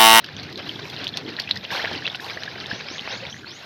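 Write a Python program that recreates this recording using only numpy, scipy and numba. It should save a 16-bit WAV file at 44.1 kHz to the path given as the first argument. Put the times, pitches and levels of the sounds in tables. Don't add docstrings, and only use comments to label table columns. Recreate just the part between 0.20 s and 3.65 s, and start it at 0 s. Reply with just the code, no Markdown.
import sys
import numpy as np
from scipy import signal
from scipy.fft import rfft, irfft
from scipy.io import wavfile
from scipy.ndimage import uniform_filter1d
from numba import njit

SR = 44100
rng = np.random.default_rng(int(sys.argv[2]) if len(sys.argv) > 2 else 0)


def transcribe(u):
    v = np.clip(np.atleast_2d(u).T, -1, 1)
    q = np.round(v * 32767).astype(np.int16)
    wavfile.write(sys.argv[1], SR, q)


def linear_from_db(decibels):
    return 10 ** (np.asarray(decibels, float) / 20)


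N = 152145


def curve(table, t):
    return np.interp(t, *np.array(table, float).T)


def colour(table, hz):
    f, db = np.array(table, float).T
    return np.interp(np.log(np.maximum(hz, 1)), np.log(f), db)


def unit(x):
    return x / np.sqrt(np.mean(x ** 2))


def shaped(x, gain):
    return irfft(rfft(x) * gain(np.fft.rfftfreq(N, 1 / SR)), N)


def noise_band(gain):
    return unit(shaped(rng.standard_normal(N), gain))


def walk(rate):
    hold = int(SR / rate)
    steps = np.repeat(rng.standard_normal(N // hold + 1), hold)
    return unit(uniform_filter1d(uniform_filter1d(steps, hold), hold)[:N])


def smear(x, tail):
    return signal.fftconvolve(x, tail / np.linalg.norm(tail))[:N]


@njit
def grains(n, start, hz, cycles, size, glide, fall):
    out = np.zeros(n)
    for k in range(len(start)):
        span, phase = cycles[k] * SR / hz[k], 0.
        for j in range(min(int(span * (1 + 5 * fall)), n - start[k])):
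            u = j / span
            pitch = hz[k] * (1 + glide[k] * (min(u, 1.5) - .7))
            phase += 2 * np.pi * min(pitch, .45 * SR) / SR
            swell = u ** .3 if u < 1 else np.exp((1 - u) / fall)
            out[start[k] + j] += size[k] * np.sin(phase) * swell
    return out


def listed(s, db, hz, cycles, glide, fall):
    start = (s * SR).astype(np.int64)
    size = linear_from_db(db - colour(MIC, hz))
    return grains(N, start, hz, np.clip(cycles, .5, 30), size, glide + 0 * s, fall)


# start t/s, glide t/s, from f/Hz, top f/Hz, level/dB
CHIRPS = [
    (2.10, .04, 4200, 6100, -36),
    (2.19, .045, 4400, 6500, -36),
    (2.28, .05, 4300, 6300, -37),
    (2.38, .04, 4300, 6150, -38),
    (2.485, .11, 4900, 6350, -35),
    (2.67, .1, 5000, 6520, -33),
    (2.88, .095, 5200, 6750, -36),
    (3.085, .105, 5500, 6850, -41),
    (3.255, .112, 3900, 6750, -33.5),
]
CHIRP_CLEAR = [0, 0, 0, .1, .2, .2, .1, .1, .7]


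def bird(t):
    hold_s, buzz_depth, hold_db, tilt_db = .018, .025, 2, -16
    yard_t60_s, yard_db = .3, -5
    out, buzz, rasp = np.zeros(N), walk(400), walk(1000)
    for (s, glide, low_hz, top_hz, db), clear in zip(CHIRPS, CHIRP_CLEAR):
        u = np.clip((t - s) / glide, 0, 1)
        wobble = buzz_depth * (buzz + .5 * np.sin(np.pi * u ** 2)) * (u < 1)
        hz = (low_hz + (top_hz - low_hz) * u) * (1 + wobble)
        rise = np.clip((t - s) / .015, 0, 1)
        release = np.clip((s + glide + hold_s - t) / .012, 0, 1)
        held = hold_db * (u >= 1) * np.sign(glide - .07)
        level = db + tilt_db * u + held - colour(MIC, hz)
        voice = np.where(u < 1, clear + (1 - clear) * rasp, 1)
        out += linear_from_db(level) * rise * release * voice * np.sin(2 * np.pi * np.cumsum(hz) / SR)
    u = np.arange(SR // 2) / SR
    yard = rng.standard_normal(len(u)) * linear_from_db(-60 * u / yard_t60_s)
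    return out + linear_from_db(yard_db) * smear(out, yard)


# t/s, level/dB
FLAME = [(0, -58), (.1, -50), (.27, -39), (.42, -44.5), (.6, -40.5), (.75, -44), (1.07, -41.5), (1.3, -49),
         (1.35, -40.5), (1.46, -58), (1.76, -40.5), (1.98, -52), (2.4, -48), (2.55, -49), (2.7, -51.5),
         (3.38, -53.5), (3.45, -53)]
# f/Hz, level/dB
FLAME_COLOUR = [(25, -37), (60, -17), (95, -0.5), (125, 2.5), (200, -1), (400, -12)]


def flames(t):
    flutter_hz, flutter_width_hz = 330, 150
    roar = noise_band(lambda f: linear_from_db(colour(FLAME_COLOUR, f)) / (1 + (f / 600) ** 2))
    flutter = noise_band(lambda f: np.exp(-((f - flutter_hz) / flutter_width_hz) ** 2))
    strength_db = curve(FLAME, t)
    roar_db = -42.5 + 2 * walk(8.92) + 0.31 * (strength_db + 45.5)
    flutter_db = strength_db + 3.3 * walk(24.87)
    return roar * linear_from_db(roar_db) + flutter * linear_from_db(flutter_db)


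# start t/s, length t/s, level/dB
HISSES = [
    (1.505, 0.125, -21.5),
    (2, 0.097, -22),
    (0.45, 0.24, -41.5),
    (0.64, 0.12, -33),
    (1.5, 0.069, -26),
]


def hisses(t):
    out = 0
    for s, length, db in HISSES:
        swell = np.clip((t - s) / .015, 0, 1)
        fade = np.exp(-np.maximum(t - s - length / 2, 0) / .045)
        out = out + linear_from_db(db) * swell * fade
    return out


# t/s, level/dB
BOIL = [(0.0, -42), (0.27, -40.5), (0.71, -40), (1.33, -38.5), (1.49, -42), (1.72, -31.5), (1.93, -36),
        (2.46, -38), (2.94, -36.5), (3.28, -42.5), (3.45, -36.5)]


def steam(t):
    level = linear_from_db(-38 + 0.5 * (curve(BOIL, t) + 40)) + hisses(t)
    out = 0
    for hz in (7000, 9500, 13000):
        flicker = linear_from_db(2.5 * walk(10) + 2 * walk(300))
        noise = rng.standard_normal(N) * level * flicker
        out = out + shaped(noise, lambda f: np.exp(-(np.log2((f + 1) / hz) / .5) ** 2))
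    return out


def scrape(t):
    scrape_hz, width_hz, scrape_db = 970, 200, -15
    rub = noise_band(lambda f: np.exp(-((f - scrape_hz) / width_hz) ** 2))
    return rub * hisses(t) * linear_from_db(scrape_db + 3.9 * walk(59.9))


# centre t/s, length t/s, level/dB
SURGES = [(0.042, 0.014, -53), (0.089, 0.0045, -36), (0.195, 0.017, -36), (0.316, 0.017, -40.5),
          (0.396, 0.02, -32), (0.472, 0.021, -37), (0.595, 0.0064, -32.5), (0.629, 0.0056, -40),
          (0.74, 0.022, -36), (0.822, 0.079, -35), (0.979, 0.039, -37), (1.091, 0.02, -33.5),
          (1.763, 0.05, -34), (1.198, 0.018, -35.5), (1.306, 0.017, -34.5), (1.362, 0.018, -37.5),
          (1.443, 0.022, -34.5), (1.524, 0.024, -31.5), (1.582, 0.11, -28.5), (1.864, 0.024, -33),
          (1.951, 0.0092, -32.5), (2.107, 0.017, -34), (2.244, 0.068, -38), (2.361, 0.0065, -35),
          (2.519, 0.048, -37), (2.608, 0.0072, -33.5), (2.687, 0.0068, -36), (2.858, 0.03, -36.5),
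          (2.936, 0.16, -37), (3.073, 0.059, -38.5), (3.28, 0.032, -40.5)]


def boil(t):
    power = linear_from_db(2 * (curve(BOIL, t) - 2.5 + 2.24 * walk(22.59)))
    for s, length, db in SURGES:
        power = power + linear_from_db(2 * db) * np.exp(-(2 * (t - s) / length) ** 2)
    return np.sqrt(power)


def crackle(t, count=900):
    when, pitch, strength = rng.random((count, 3)).T
    size = linear_from_db(np.minimum(-4.5 * np.log(1 - strength), 13) + 0.5)
    start, hz = (when * N).astype(np.int64), 5500 * 2.8 ** pitch
    return grains(N, start, hz, 2 + 0 * hz, size, 0 * hz, 0.65) * boil(t)


def froth(t, count=24000):
    low_hz, top_hz, tilt_db = 407.4, 6704, 3
    when, pitch, strength, span, sign = rng.random((count, 5)).T
    hz = low_hz * (top_hz / low_hz) ** pitch
    strength_db = np.minimum(-4.0 * np.log(1 - strength), 11)
    size = linear_from_db(strength_db + tilt_db * np.log2(hz / 2000)) * np.sign(sign - span)
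    cycles = (.6 + 9 * span ** 4) * np.clip(hz / 1500, .3, 1)
    bubbles = unit(grains(N, (when * N).astype(np.int64), hz, cycles, size, .04 + 0 * hz, 1.6))
    fizz = noise_band(lambda f: f / np.hypot(f, 400) / np.hypot(f, 6000))
    heard = np.std(microphone(bubbles))
    return (bubbles + linear_from_db(-6) * fizz) / heard * boil(t)


# t/s, peak level/dB
SPITS = [(0.042, -43), (0.0605, -50), (0.2317, -47), (0.2655, -60), (0.2982, -54), (0.325, -46.5),
         (0.374, -41.5), (0.488, -44), (0.6975, -42), (0.841, -38), (0.877, -41), (0.9702, -34),
         (1.1969, -31.5), (1.218, -46), (1.293, -45), (1.3093, -41.5), (1.3563, -43), (1.3713, -44),
         (1.7297, -44), (1.9385, -55), (1.9552, -41.5), (2.0023, -45.5), (2.2335, -47), (2.4648, -45),
         (2.5092, -48), (2.808, -50), (3.305, -54)]


def spits():
    out, u = np.zeros(N), np.arange(2048) / SR
    crack = np.minimum(u / .0025, 1) ** 2 * np.exp(-np.maximum(u - .0025, 0) / .0012) / 3
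    shape = crack + linear_from_db(-24) * np.exp(-u / .008)
    for s, db in SPITS:
        start = int(s * SR)
        out[start:start + 2048] += linear_from_db(db + 42.5) * rng.standard_normal(2048) * shape
    return shaped(out, lambda f: f ** 2 / (f ** 2 + 5500 ** 2) / (1 + (f / 13000) ** 4))


# t/s, peak level/dB, f/Hz
PLOPS = [(0.253, -28.5, 164), (0.554, -28.5, 210), (0.821, -28, 232), (1.642, -16.5, 615),
         (1.714, -19, 836), (2.528, -24, 221), (0.372, -34, 380), (1.518, -28.5, 165), (1.861, -29.5, 530),
         (2.169, -24, 564), (2.71, -28, 296), (2.812, -32.5, 211)]


def plops():
    s, db, hz = np.array(PLOPS, float).T
    return listed(s, db - 1.5, hz, 1.3 + 0 * s, 0.37, 0.23)


# t/s, peak level/dB, f/Hz
SNAPS = [(1.1923, -18, 3000), (1.202, -18, 3500), (1.291, -14, 2500), (1.306, -21, 3540),
         (1.3098, -7, 2700), (1.6473, -14, 1490), (1.6562, -10, 2100), (1.8775, -5, 2480),
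         (2.066, -25, 1210), (2.2349, -11, 3320), (2.8763, -17.5, 1040), (2.81, -25, 4000)]


def snaps():
    s, db, hz = np.array(SNAPS, float).T
    return listed(s, db, hz, .6 + 0 * s, 0., .5)


# t/s, peak level/dB, f/Hz
POPS = [(0.166, -25.5, 3280), (0.3576, -20, 3980), (0.5126, -29.5, 2670), (0.654, -28, 2340),
        (0.7642, -18, 3830), (0.869, -11, 3230), (0.8904, -16, 3880), (0.9723, -15, 5560),
        (1.1662, -17, 3730), (1.1958, -21, 4170), (1.3483, -37, 1900), (1.45, -20.5, 2740),
        (1.504, -23.5, 1610), (1.5508, -19, 1430), (1.648, -15, 2020), (1.6558, -18, 1590),
        (1.7516, -18, 2740), (1.8664, -10, 3540), (1.877, -10.5, 3100), (1.947, -16.5, 2760),
        (2.0984, -24, 2110), (2.1732, -20.5, 1760), (2.2348, -31, 1730), (2.4016, -19, 4370),
        (2.4599, -19, 3400), (2.5988, -26.5, 2320), (2.6851, -24.5, 2300), (2.782, -19, 3370),
        (2.8754, -22.5, 2310), (3.2326, -35, 1510),
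        (0.0402, -28.5, 1570), (0.0817, -31, 3180), (0.0882, -29.5, 1610), (0.197, -26.5, 3730),
              (0.2289, -31, 4100), (0.2912, -30.5, 1940), (0.471, -26, 3500), (0.7287, -30, 2420),
              (1.2386, -26, 3350), (1.3724, -21, 4720), (1.41, -31.5, 3496), (1.8226, -25, 1710),
              (1.9973, -24.5, 1660), (2.0446, -22.5, 4180), (2.0673, -35, 1970), (2.2234, -27, 1640),
              (2.261, -33, 1700), (2.356, -27, 2140), (2.3813, -29, 1580), (2.6064, -24.5, 2360),
              (2.7938, -16, 3070), (2.9103, -24, 3720), (3.0518, -24.5, 2200), (3.0665, -23, 3480),
              (3.0976, -29, 3420), (3.1423, -28, 1780), (3.1647, -31, 1780), (3.244, -29, 1474),
              (3.3157, -26, 3360)]
# t/s, peak level/dB, f/Hz, swell/cycles
LONG_POPS = [(0.4928, -16.5, 3140, 5.9), (0.557, -27.5, 3350, 12), (0.9386, -24, 3400, 11),
             (1.063, -29.5, 3220, 6.8), (1.1885, -17, 1800, 2.6), (1.275, -22.5, 2550, 8.7),
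             (1.3109, -3, 3950, 4.4), (1.3622, -26, 1880, 10), (1.5158, -24.5, 1600, 11),
             (1.5906, -25, 1786, 17), (1.6739, -21, 1604, 7), (1.852, -19, 2680, 16.4),
             (1.899, -21.5, 3500, 9.0), (2.277, -22.5, 1670, 8.1), (2.512, -17, 1660, 6.4),
             (3.126, -27, 3200, 9.5), (3.02, -33.5, 533, 8.1), (0.1658, -34, 6100, 9.8),
             (0.972, -37.5, 8800, 13.6), (0.2306, -37.5, 6000, 8)]


def pops():
    s, db, hz = np.array(POPS, float).T
    short = listed(s, db, hz, np.where(db > -20, 2.5, 3.5), .15, .6)
    return short + listed(*np.array(LONG_POPS, float).T, .1, .3)


def scene():
    pan_delay_s, pan_t60_s, pan_db = .003, .045, -9
    t = np.arange(N) / SR
    around = bird(t) + flames(t)
    seething = steam(t) + scrape(t) + crackle(t) + froth(t)
    near = spits() + plops() + snaps() + pops()
    u = t[:4096]
    ring = rng.standard_normal(4096) * linear_from_db(-60 * u / pan_t60_s) * (u > pan_delay_s)
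    return (around + seething + near + linear_from_db(pan_db) * smear(near, ring))[None]


# f/Hz, level/dB
MIC = [(700, -2.5), (1200, -7), (1600, -2.5), (2100, -2.5), (4100, 1), (5300, -6.5), (7600, -34.5),
       (10500, -37)]


def microphone(x):
    port_hz, port_width_hz, port_db, top_hz = 12600., 1500., -32, 15740
    f = np.fft.rfftfreq(N, 1 / SR)
    port = linear_from_db(port_db) * np.exp(-((f - port_hz) / port_width_hz) ** 2)
    body = linear_from_db(colour(MIC, f) - 6.3 * np.clip(f / 10500 - 1, 0, 1))
    cepstrum = irfft(np.log(body + port), N)
    cepstrum[1:N // 2] *= 2
    cepstrum[N // 2:] = 0
    rumble_cut = 1 / (1 + (40 / (f + 1)) ** 4)
    return irfft(rfft(x) * np.exp(rfft(cepstrum)) * (f < top_hz) * rumble_cut, N)


def low_pass(x):
    return signal.sosfilt(signal.butter(12, 15890, fs=SR, output="sos"), x)


def record(dry):
    mix = microphone(dry[0])[None]
    return low_pass(mix)


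dry = scene()
out = record(dry)
transcribe(out)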